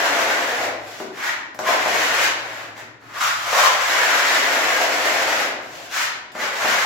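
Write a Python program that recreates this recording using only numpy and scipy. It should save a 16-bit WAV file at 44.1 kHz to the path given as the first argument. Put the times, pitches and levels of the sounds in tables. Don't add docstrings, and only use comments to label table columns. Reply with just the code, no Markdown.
import sys
import numpy as np
from scipy import signal
from scipy.fft import rfft, irfft, next_fast_len
from scipy.io import wavfile

SR = 44100
rng = np.random.default_rng(int(sys.argv[2]) if len(sys.argv) > 2 else 0)


def pcm_store(signal):
    levels = np.round(np.clip(np.atleast_2d(signal), -1, 1) * 32767)
    wavfile.write(sys.argv[1], SR, levels.astype(np.int16).T)


N = 302085
TIME = np.arange(N) / SR

# the functions set the final mix.
# Pulls along the wall, heavy or light. The swell builds over the hold; judder and grit add to scrape_db.
# start_s, attack_s, hold_s, scrape_db, swell_db, judder_db, grit_db
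PULL_STROKES = [(-.1, 0.1, 0.65, -18, -7, -1.9, -9.5), (.755, .15, 0.1, -37.5, -2.5, 0, -1.5),
                (1.672, 0.28, 0.28, -16, -3.5, -4.5, -8), (2.299, 0.052, 0.28, -33.5, 2, 1.5, -11),
                (2.988, 0.069, 0.09, -39.5, 10.5, -2, -10), (3.29, 0.077, 0.085, -30.5, 5, 0, -3),
                (3.597, .29, 1.541, -16.5, -4, -2.8, -7.5), (5.54, .21, 0.11, -38, -2.5, 0, -2),
                (6.469, 0.21, .25, -16.5, -6, -5.5, -7.5)]
# 0 is flat, 1 is on edge.
# start_s, attack_s, hold_s, scrape_db, judder_db, grit_db, tilt, bend_hz
JAB_STROKES = [(0.566, 0.046, 0.031, -30.5, 12, -22, .05, 1850),
               (1.087, 0.17, 0.017, -19, -18, -9.5, 0.53, 1630),
               (1.595, 0.088, 0.033, -13, -5, -11, 0.094, 1080),
               (2.102, 0.1, 0.038, -16, -17.5, -5.5, 0.25, 1480),
               (2.74, 0.027, 0.03, -33.5, -18, -9, 0.96, 1700),
               (3.125, .1, 0.048, -18, -17, -4.5, 0.91, 1060),
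               (3.421, .14, 0.098, -13.5, -8, -5.5, 0.66, 1120),
               (5.868, 0.093, 0.052, -20, -19, -3, .5, 1420),
               (6.326, 0.082, .032, -18.5, -10, -11.5, 0.34, 2020)]
# time_s, height_m
BLADE_HEIGHT = [(0, 0.66), (.4, 0.11), (1.7, 0.23), (3.0, 2.12), (3.45, 2.17), (3.9, 1.68), (5.2, 0.083),
                (6.5, 0.22), (6.85, 2.2)]
# pitch_hz, level_db
SCRAPE_TONE = [(30, -50), (200, -39), (480, -23), (700, -10), (950, -1.5), (1250, -1.5), (1550, 1.5),
               (2100, 0.7), (2700, -5), (3500, -10), (5000, -16.5), (9000, -21)]
JUDDER_TONE = [(30, -36), (100, -10.5), (190, -25), (290, -10.5), (380, -12), (520, -2.5), (690, 3),
               (850, -3), (1100, -8.5), (2200, -19)]
GRIT_TONE = [(30, -60), (500, -50), (1500, -1), (2800, 1.5), (4000, -0.5), (5500, -0.5), (7500, -1.5),
             (11500, -2), (15500, -4)]
# pitch_hz, fade_s
ECHO_FADE = [(150, 1), (500, 1), (1400, 0.74), (3700, 0.71), (8000, 0.4), (15000, 0.19)]
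# pitch_hz, likeness
STEREO_LIKENESS = [(100, 1.6), (250, 0.75), (500, 0.89), (1000, 0), (2000, 0.03), (4000, -0.1452),
                   (12000, -0.17)]
# pitch_hz, level_db
RUMBLE_TONE = [(20, -1), (40, -7), (60, 11.5), (90, 2), (125, 17.5), (180, 10.5), (300, 22), (600, 12),
               (2000, -27), (8000, -37)]
# time_s, level_db
HUM_LEVELS = [(0, -68), (.85, -52), (1.25, -72), (1.9, -52.5), (2.6, -53), (3.6, -56), (5.0, -62),
              (6.4, -68), (6.85, -55.5)]
# start_s, thud_db, clack_db, tick_db
LANDINGS = [(1.001, -28.5, -27.5, -34), (1.546, -50, -38, -33.5), (1.590, -35.5, -22, -23),
            (1.858, -33.5, -19.5, -45), (2.242, -56, -35, -26), (2.778, -53, -39, -34),
            (3.234, -61, -37, -21), (3.528, -47, -24, -36), (5.588, -46, -31.5, -70),
            (6.319, -48, -45, -35.5), (6.351, -38, -28.5, -34), (6.645, -34, -18, -30)]
# pitch_hz, level_db, fade_s (time to drop 60 dB)
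THUD_NOTES = [(204, -8, 0.021), (258, -5.5, 0.038), (288, -9, 0.077), (384.3, -4, 0.1)]
CLACK_NOTES = [(470, 3, 0.069), (625, 11, 0.056), (753, 13, 0.025), (1014, 17.5, 0.012), (1200, 8, 0.041),
               (1486, 13.5, 0.015), (1670, 3, 0.045), (1960, 16.5, 0.0047)]
# pitch_hz, left_minus_right_db
MIC_BALANCE = [(100, 6.7), (300, 1.5), (1000, 2.6), (2000, 1.1), (12000, .9)]
# pitch_hz, level_db
MIC_TONE = [(100, 4), (6000, -2.5), (7500, -4), (8000, -10.5), (8500, -17), (9500, -14.5), (11500, -11.5),
            (13500, -13), (16000, -15.5)]


def from_db(db):
    return 10 ** (np.asarray(db) / 20)


def unit_power(x):
    return x / np.sqrt(np.mean(x ** 2) + 1e-20)


def over_time(rows):
    return np.interp(TIME, *np.transpose(rows))


def at_pitch(rows, hz):
    pitches, values = np.transpose(rows)
    return np.interp(np.log(hz + 1), np.log(pitches), values)


def colour(x, tone):
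    size = next_fast_len(N + 4096)
    gain = from_db(at_pitch(tone, np.fft.rfftfreq(size, 1 / SR)))
    return irfft(rfft(x, size) * gain, size)[..., :N]


def drift(rate_hz):
    memory = np.exp(-40 * np.pi * rate_hz / SR)
    noise = rng.standard_normal(N // 20 + 2002)
    slow = signal.lfilter([1], [1, -2 * memory, memory * memory], noise)[2000:]
    return np.interp(np.arange(N) / 20, np.arange(len(slow)), unit_power(slow))


def press(start_s, attack_s, hold_s, curve, lift_db_per_s):
    rise = np.clip((TIME - start_s) / attack_s, 0, 1) ** curve
    lifted_s = np.clip(TIME - start_s - attack_s - hold_s, 0, 1)
    return rise * from_db(-lift_db_per_s * lifted_s)


def hand(reach_m=2.29, tilt_per_m=0.098, judder_db_per_m=-5):
    height = over_time(BLADE_HEIGHT)
    pull_tilt = np.clip(tilt_per_m * height + (height / reach_m) ** 13, 0, 1)
    pull_hz = np.interp(pull_tilt, [0, 1], [1900, 710])
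    moves = []
    for start_s, attack_s, hold_s, db, swell_db, judder_db, grit_db in PULL_STROKES:
        progress = np.clip((TIME - start_s - attack_s) / hold_s, 0, 1)
        pressure = press(start_s, attack_s, hold_s, curve=1.1, lift_db_per_s=197)
        gain = from_db(db + swell_db * progress ** 2) * pressure
        judder = from_db(judder_db + judder_db_per_m * height)
        moves.append((gain ** 2, judder, from_db(grit_db), pull_tilt, pull_hz))
    for start_s, attack_s, hold_s, db, judder_db, grit_db, tilt, bend_hz in JAB_STROKES:
        gain = from_db(db) * press(start_s, attack_s, hold_s, curve=1.79, lift_db_per_s=220)
        moves.append((gain ** 2, from_db(judder_db), from_db(grit_db), tilt, bend_hz))
    powers, *columns = zip(*moves)
    total = sum(powers)
    judder, grit, tilt, bend_hz = [
        sum(power * value for power, value in zip(powers, column)) / total for column in columns]
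    scrape = np.sqrt(total)
    return scrape, scrape * judder, scrape * grit, np.clip(tilt, 0, 1), bend_hz


def catches(tone, per_s, spread_db):
    sizes = from_db(spread_db * np.minimum(rng.exponential(1, N), 5))
    signs = rng.choice([-1, 1], N)
    hits = rng.random(N) < per_s / SR
    return unit_power(colour(sizes * signs * hits, tone))


def blade_resonance(x, shape, pitch_hz, width, block=256):
    state, out = np.zeros(2), np.zeros(N)
    for i in range(0, N, block):
        angle = 2 * np.pi * pitch_hz[i] / SR
        memory = np.exp(-width * angle / 2)
        feedback = [1, -2 * memory * np.cos(angle), memory * memory]
        out[i:i + block], state = signal.lfilter(shape, feedback, x[i:i + block], zi=state)
    return out


def strokes():
    scrape_gain, judder_gain, grit_gain, tilt, bend_hz = hand()
    bend_hz = bend_hz * np.exp(0.063 * drift(1.8))
    bend_gain = from_db(np.interp(tilt ** 2, [0, 1], [-8.5, 3.5]))
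    lowest_hz = np.interp(tilt, [0, 1], [236, 730])
    keep_band, cut_bass = [1, 0, -1], [1, -2, 1]
    rasp = catches(SCRAPE_TONE, per_s=7000, spread_db=3.0)
    kicks = catches(SCRAPE_TONE, per_s=2500, spread_db=4.5)
    bend = unit_power(blade_resonance(kicks, keep_band, bend_hz, width=0.2))
    scrape = (rasp + bend_gain * bend) / np.hypot(1, bend_gain)
    judder = catches(JUDDER_TONE, per_s=700, spread_db=4.0)
    grit = catches(GRIT_TONE, per_s=12000, spread_db=2.5)
    bumps = from_db(1.64 * drift(26.3))
    rubbing = (from_db(-2.63) * scrape_gain * scrape
               + from_db(-4.5) * judder_gain * judder
               + from_db(4.0) * grit_gain * grit)
    return blade_resonance(bumps * rubbing, cut_bass, lowest_hz, width=0.7)


def surrounding_noise(size):
    hz = np.fft.rfftfreq(size, 1 / SR)
    shared, opposite = rfft(rng.standard_normal((2, size)))
    alike = np.clip(at_pitch(STEREO_LIKENESS, hz), -0.99, 0.99)
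    return hz, np.sqrt(1 + alike) * shared + np.sqrt(1 - alike) * opposite * [[1], [-1]]


def echo_pattern(build_s=0.0016):
    t = np.arange(SR) / SR
    hz, noise = surrounding_noise(SR)
    centres_hz = np.geomspace(125, 16000, 8)
    pattern = 0
    for centre_hz, share in zip(centres_hz, np.eye(len(centres_hz))):
        band = irfft(noise * np.interp(np.log(hz + 1), np.log(centres_hz), share), SR)
        fade = from_db(-60 * t / at_pitch(ECHO_FADE, centre_hz)) * (1 - np.exp(-t / build_s))
        pattern = pattern + band * fade / np.linalg.norm(fade)
    return pattern


def room(x, direct_db, echo_db, spots, step_s=0.014):
    lead = SR // 2
    running = np.pad(x, (lead, 0), mode="reflect")
    position = np.arange(len(running)) / (step_s * SR)
    size = next_fast_len(len(running) + SR)
    echo = 0
    for spot in range(spots):
        nearness = np.sin(np.pi / 2 * np.minimum((position - spot) % spots, 2)) if spots > 1 else 1
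        echo = echo + rfft(running * nearness, size) * rfft(echo_pattern(), size)
    return from_db(direct_db) * x + from_db(echo_db) * irfft(echo, size)[:, lead:lead + N]


def outdoors(hum_hz=109, waver_hz=2.52, rumble_db=-54):
    phase = 2 * np.pi * np.cumsum(hum_hz + waver_hz * drift(4.06)) / SR
    hum_db = over_time(HUM_LEVELS) - 7.0 + 1.4 * drift(18)
    hum = np.sqrt(2) * np.sin(phase) * from_db(hum_db)
    size = next_fast_len(N)
    _, spectrum = surrounding_noise(size)
    air = irfft(spectrum, size)[:, :N]
    return hum + from_db(rumble_db) * unit_power(colour(air, RUMBLE_TONE))


def ringing(notes, t):
    wave = 0
    for k, (hz, db, fade_s) in enumerate(notes):
        fade = from_db(db + rng.normal(0, 1) - 60 * t / fade_s)
        wave = wave + (-1) ** k * fade * np.sin(2 * np.pi * hz * t)
    return wave / np.std(wave[:SR // 50])


def knocks(tick_fade_s=0.019, lowest_hz=170):
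    out = np.zeros(N + SR)
    t = np.arange(SR // 2) / SR
    for start_s, thud_db, clack_db, tick_db in LANDINGS:
        tick = 3 * rng.standard_normal(len(t)) * from_db(tick_db - 60 * t / tick_fade_s)
        thud = from_db(thud_db) * ringing(THUD_NOTES, t)
        clack = from_db(clack_db) * ringing(CLACK_NOTES, t)
        start = round(start_s * SR)
        out[start:start + len(t)] += thud + clack + tick
    cut_bass = signal.butter(3, lowest_hz, "high", fs=SR, output="sos")
    return signal.sosfilt(cut_bass, out[:N] + 1e-18)


def scene():
    scraping = room(strokes(), direct_db=-7.5, echo_db=-2.22, spots=18)
    knocking = room(knocks(), direct_db=-8, echo_db=-3.5, spots=1)
    return scraping + knocking + outdoors()


def record(dry, cutoff_hz=15900):
    left = colour(dry[0], [(hz, db / 2) for hz, db in MIC_BALANCE])
    right = colour(dry[1], [(hz, -db / 2) for hz, db in MIC_BALANCE])
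    cut_treble = signal.ellip(12, 0.1, 80, cutoff_hz, fs=SR, output="sos")
    return signal.sosfilt(cut_treble, colour(np.array([left, right]), MIC_TONE))


dry = scene()
out = record(dry)
pcm_store(out)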